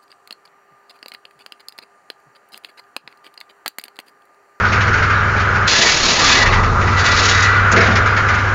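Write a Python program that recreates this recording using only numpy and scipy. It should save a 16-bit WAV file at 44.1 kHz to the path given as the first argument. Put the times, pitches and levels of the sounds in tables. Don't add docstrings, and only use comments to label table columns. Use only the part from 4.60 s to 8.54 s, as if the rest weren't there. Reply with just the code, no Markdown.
import sys
import numpy as np
from scipy import signal
from scipy.fft import rfft, irfft, next_fast_len
from scipy.io import wavfile
from scipy.ndimage import uniform_filter1d, map_coordinates

SR = 44100
rng = np.random.default_rng(int(sys.argv[2]) if len(sys.argv) > 2 else 0)


def gain_from_db(level_db):
    decades = np.asarray(level_db, float) / 20
    return 10 ** decades


def transcribe(signal):
    frames = np.atleast_2d(signal).T
    limited = np.clip(frames, -1, 1)
    pcm = np.round(limited * 32767).astype(np.int16)
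    wavfile.write(sys.argv[1], SR, pcm)


N = 173754
T = np.arange(N) / SR

# time_s, speed_hz
SHAFT_SPEED = [(0, 20.05), (1.07, 20.05), (1.2, 19), (1.42, 17.1), (1.76, 15), (1.86, 15.8), (2.0, 16.8),
               (2.3, 18.6), (2.44, 19.05), (2.6, 19.1), (2.75, 19.5), (3.0, 19.77), (3.94, 20.05)]
# time_s, exhaust_db, rush_db
DRIVE_LEVELS = [(0, -16, -16), (1.065, -18.5, -16.5), (1.11, -39.5, -29.5), (1.58, -40, -31),
                (1.62, -31, -17.5), (1.78, -26.5, -23), (1.82, -22, -21.5), (1.95, -15, -17.5),
                (2.3, -14.5, -18), (2.43, -16, -16.5), (2.455, -31, -18), (2.49, -17, -17),
                (2.7, -18.5, -17.5), (2.76, -16, -14), (3.0, -13, -14), (3.94, -16, -17)]
# freq_hz, gain_db
EXHAUST_GAIN = [(20, -24.5), (40, -20.5), (60, -13.5), (80, -5.5), (97, 0.5), (120, -12.5), (140, -19.5),
                (165, -22.5), (195, -18), (280, -34)]
# time_s, gain_db_factor
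EXHAUST_FOCUS = [(2.3, 1), (2.9, 1.5)]
# freq_hz, relative_db_per_hz
RUMBLE_SPECTRUM = [(130, -10), (215, -8.5), (311, -14.5), (390, -8.5), (693, -13), (1000, -8),
                   (1300, -36.5)]
# freq_hz, relative_db_per_hz
SUB_SPECTRUM = [(15, -9.5), (60, 5), (140, 1), (180, -32.5)]
# freq_hz, relative_db_per_hz
RUSH_SPECTRUM = [(800, -40), (1000, -14), (1150, -6), (1350, -2), (1480, 0), (1620, -3), (1850, -10),
                 (2250, -14), (3200, -25), (4200, -60)]
# freq_hz, gain_db
GUARD_MODES = [(1180, 5), (1245, 5), (1370, 3), (1455, 1), (1630, 0), (1705, 0), (2075, 2)]
# freq_hz, relative_db_per_hz
HISS_SPECTRUM = [(2000, -1), (2800, -9), (3640, 1), (6250, -9), (7070, -26), (7950, -44.5)]
# start_s, level_db
RATTLE_EVENTS = [(0.0508, -19), (0.1207, -14), (0.158, -22.5), (0.2054, -15), (0.2695, -19), (0.33, -17),
                 (0.375, -19), (0.4239, -16.5), (0.4988, -18), (0.7637, -22), (0.7977, -18.5),
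                 (0.9535, -20.5), (1.858, -10), (1.925, -11.5), (2.031, -17), (2.213, -19), (2.2714, -19.5),
                 (3.1148, -15), (3.1622, -8.5), (3.2045, -9.5), (3.2335, -15.5), (3.258, -13.5),
                 (3.3099, -15.5), (3.3543, -11), (3.458, -17.5), (3.565, -14), (3.684, -15), (3.738, -17.5),
                 (3.782, -20.5)]
# freq_hz, relative_db_per_hz
SHEET_SPECTRUM = [(1000, -17.5), (1500, -3), (2140, -1.5), (3190, -15.5), (4650, -17.5), (6870, -23.5),
                  (7950, -36.5)]
# start_s, level_db, centre_hz
CLACK_EVENTS = [(2.822, -20, 5770), (3.115, -20.5, 6660), (3.355, -26, 5040)]
# start_s, level_db, centre_hz
KNOCK_EVENTS = [(3.118, -17.5, 443), (3.13, -13, 209), (3.166, -11.5, 382), (3.168, -17.5, 200),
                (3.198, -15, 520), (3.28, -14, 225)]
WOOD_MODES_HZ = [191, 226, 365, 400, 461, 689]
# time_s, cut_db, blade_ring_db
CUT_LEVELS = [
    [(1.068, -36.5, -30.5), (1.082, -10.5, -52), (1.17, -12, -35.5), (1.22, -9.5, -22), (1.33, -13, -26),
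     (1.44, -12, -52.5), (1.6, -12, -27.5), (1.72, -8.5, -24.5), (1.79, -13.5, -14), (1.83, -17.5, -13.5),
     (1.845, -24, -19), (1.9, -36.5, -21), (2.0, -36, -22), (2.06, -55.5, -50.5)],
    [(2.2, -38, -40), (2.365, -32.5, -23), (2.39, -19, -22), (2.435, -27.5, -25.5), (2.447, -12.5, -22.5),
     (2.49, -19, -18.5), (2.6, -15.5, -25), (2.69, -13.5, -22.5), (2.74, -18.5, -19), (2.85, -26, -15.5),
     (2.88, -27, -19.5), (2.96, -63, -20), (3.02, -52.5, -26.5)],
]
# freq_hz, relative_db_per_hz
TEAR_SPECTRUM = [(700, -36.5), (1000, -9.5), (1400, -5.5), (1880, -8.5), (2300, -9), (4320, -6),
                 (6750, -10), (7390, -12.5), (7950, -15)]
# freq_hz, relative_db_per_hz
LOG_SPECTRUM = [(90, -30), (140, -5.5), (458, -2), (900, -1), (1300, -27)]
# freq_hz, relative_db (the level applies to the ring only)
BLADE_MODES = [(1700, -7), (1840, -5), (1965, 1), (2030, -5), (2245, -11), (2343, -11), (2546, -14),
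               (2640, -15), (2845, -15), (3500, -18), (3835, -17), (4190, -17), (4550, -20)]
# freq_hz, gain_db
MIC_RESPONSE = [(7000, 0), (7800, -20), (8100, -33.5), (8400, -49.5)]

IDLE_HZ, FULL_LOAD_SAG_HZ = 20.05, 3.4
SECOND_IDLE_DB, SECOND_DB_PER_HZ = -17, 5.2
RUMBLE_IDLE_DB, RUMBLE_DB_PER_HZ, SUB_DB = -24, 1.04, -29.5
GUARD_WIDTH_HZ = 18
SLIDE_EXPONENT = 1.05
WHINE_DB = -14
HISS_MEAN_DB = -35.5
TEETH = 72
RATTLE_DB, RATTLE_HOLD_S, RATTLE_T60_S = -3, 0.014, 0.19
CLACK_HOLD_S, CLACK_T60_S, CLACK_Q = 0.016, 0.06, 3
KNOCK_T60_S, CLATTER_T60_S, CLATTER_DB, WOOD_Q = 0.17, 0.95, -10, 5
LOG_DB = -14
BLADE_T60_S = 0.15
BLADE_IN_TEAR_DB, MODE_DRIFT_DB = 0, 4
OFFSET = 0.005


def unit(x):
    return x / np.sqrt(np.mean(x ** 2) + 1e-20)


def along(points, hz):
    f, v = np.transpose(points)
    return np.interp(np.log(hz + 1), np.log(f + 1), v)


def curves(rows, outside=None):
    s, *cols = np.transpose(rows)
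    return np.array([np.interp(T, s, c, outside, outside) for c in cols])


def wobble(rate_hz):
    knots = rng.standard_normal(int(N * rate_hz / SR) + 4)
    return map_coordinates(knots, [T * rate_hz])


def filtered(x, response):
    m = next_fast_len(N + SR // 2)
    return irfft(rfft(x, m) * response(np.fft.rfftfreq(m, 1 / SR)), m)[..., :N]


def peaks(table):
    def response(f):
        return sum((-1) ** k * gain_from_db(db) * 1j * f * width / (centre * centre - f * f + 1j * f * width)
                   for k, (centre, width, db) in enumerate(table))
    return response


def noise(spectrum, patchy_db, source=None):
    padded = rng.standard_normal(N + 512) if source is None else np.pad(source, (0, 512))
    z = signal.stft(padded, nperseg=512)[2]
    field = uniform_filter1d(rng.standard_normal(z.shape), 4, 0)
    field = uniform_filter1d(field, 8, 1)
    x = signal.istft(z * gain_from_db(patchy_db * unit(field)), nperseg=512)[1][:N]
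    return unit(filtered(x, lambda hz: gain_from_db(along(spectrum, hz))))


def bursts(events, hold_s, t60_s):
    power = np.zeros(N)
    for start_s, db in events:
        age = T - start_s
        decay_db = 60 * np.clip(age - hold_s, 0, None) / t60_s
        attack = 1 - np.exp(-np.abs(age) / 0.0015)
        power += (age > 0) * gain_from_db(db - decay_db) ** 2 * attack
    return np.sqrt(power)


def engine():
    speed_hz, exhaust_db = curves(SHAFT_SPEED)[0], curves(DRIVE_LEVELS)[0]
    focus, = curves(EXHAUST_FOCUS)
    sag_hz = np.minimum(IDLE_HZ - speed_hz, FULL_LOAD_SAG_HZ)
    phase = 2 * np.pi * np.cumsum(speed_hz) / SR
    orders = 0
    for k in range(1, 15):
        gain_db = focus * along(EXHAUST_GAIN, k * speed_hz) + 0.5 * wobble(6)
        orders = orders + gain_from_db(gain_db) * np.cos(k * phase - 1.1 * k * k)
    second = gain_from_db(SECOND_IDLE_DB + SECOND_DB_PER_HZ * sag_hz) * np.sin(2 * phase)
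    rumble = gain_from_db(RUMBLE_IDLE_DB + RUMBLE_DB_PER_HZ * sag_hz) * noise(RUMBLE_SPECTRUM, patchy_db=1)
    sub = gain_from_db(SUB_DB) * noise(SUB_SPECTRUM, patchy_db=1)
    floor_gain = gain_from_db(0.18 * (exhaust_db - exhaust_db[0]))
    return gain_from_db(exhaust_db - 0.13) * (orders + second) + floor_gain * (rumble + sub)


def blade_rush():
    speed_hz = curves(SHAFT_SPEED)[0]
    position = np.cumsum((speed_hz / IDLE_HZ) ** SLIDE_EXPONENT)
    rush = map_coordinates(noise(RUSH_SPECTRUM, patchy_db=0), [position], mode="mirror")
    guard = peaks([(hz, GUARD_WIDTH_HZ, db) for hz, db in GUARD_MODES])
    rush = unit(filtered(rush, lambda f: np.sqrt(1 + np.abs(guard(f)) ** 2)))
    tooth_tone = np.sin(2 * np.pi * TEETH * np.cumsum(speed_hz) / SR)
    whine = gain_from_db(WHINE_DB) * unit(wobble(40)) * tooth_tone
    hiss = gain_from_db(HISS_MEAN_DB + 1.4 * wobble(10)) * noise(HISS_SPECTRUM, patchy_db=3.5)
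    return gain_from_db(curves(DRIVE_LEVELS)[1] + 0.99 * wobble(27)) * (rush + whine) + hiss


def cradle():
    rattle_envelope = gain_from_db(RATTLE_DB) * bursts(RATTLE_EVENTS, RATTLE_HOLD_S, RATTLE_T60_S)
    rattle = rattle_envelope * noise(SHEET_SPECTRUM, patchy_db=-1.5)
    clack = np.zeros(N)
    for start_s, db, hz in CLACK_EVENTS:
        metal = unit(filtered(rng.standard_normal(N), peaks([(hz, hz / CLACK_Q, 0)])))
        clack += bursts([(start_s, db)], CLACK_HOLD_S, CLACK_T60_S) * metal
    wood_response = peaks([(hz, hz / WOOD_Q, 0) for hz in WOOD_MODES_HZ])
    wood = unit(filtered(rng.standard_normal(N), wood_response))
    thump, t = np.zeros(N + SR), np.arange(SR // 2) / SR
    for start_s, db, centre_hz in KNOCK_EVENTS:
        ring = 0
        for hz in WOOD_MODES_HZ:
            mode_db = rng.normal(0, 2.4) - 27 * np.log2(hz / centre_hz) ** 2
            ring = ring + gain_from_db(mode_db) * np.sin(2 * np.pi * hz * t)
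        envelope = gain_from_db(db - 60 * t / KNOCK_T60_S) * (1 - np.exp(-t / 0.003))
        thump[round(start_s * SR):][:len(t)] += envelope * ring
    clatter_envelope = bursts([row[:2] for row in KNOCK_EVENTS], 0.009, CLATTER_T60_S)
    return rattle + clack + thump[:N] + gain_from_db(CLATTER_DB) * clatter_envelope * wood


def cutting():
    level, ring = sum(gain_from_db(curves(rows, -120)) for rows in CUT_LEVELS)
    tooth = np.cumsum(curves(SHAFT_SPEED)[0] * TEETH / SR)
    sizes = gain_from_db(1.3 * rng.standard_normal(int(tooth[-1]) + 2))[tooth.astype(int)]
    bites = unit(sizes * np.exp(-1.5 * (tooth % 1)) * rng.standard_normal(N))
    flutter = gain_from_db(0.24 * wobble(25.33) + 2.2 * wobble(90))
    width_hz = np.log(1000) / np.pi / BLADE_T60_S
    modes = [filtered(bites, peaks([(hz, width_hz, 0)])) for hz, _ in BLADE_MODES]
    song = unit(sum(gain_from_db(db) * mode for mode, (_, db) in zip(modes, BLADE_MODES)))
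    colour = sum(gain_from_db(MODE_DRIFT_DB * wobble(14)) * mode for mode in modes)
    tear = noise(TEAR_SPECTRUM, 0.84, bites + gain_from_db(BLADE_IN_TEAR_DB) * colour)
    log = gain_from_db(LOG_DB) * noise(LOG_SPECTRUM, patchy_db=3)
    return level * (flutter * tear + log) + ring * song


def scene():
    return (engine() + blade_rush() + cradle() + cutting())[None]


def top_cut(x):
    return signal.sosfilt(signal.butter(12, 8100, fs=SR, output="sos"), x)


def record(dry):
    clipped = dry / (1 + np.abs(dry / 0.7) ** 4) ** (1 / 4)
    limited = filtered(clipped, lambda hz: gain_from_db(along(MIC_RESPONSE, hz) - 80 * (hz > 8450)))
    return top_cut(limited + OFFSET)


dry = scene()
out = record(dry)
transcribe(out)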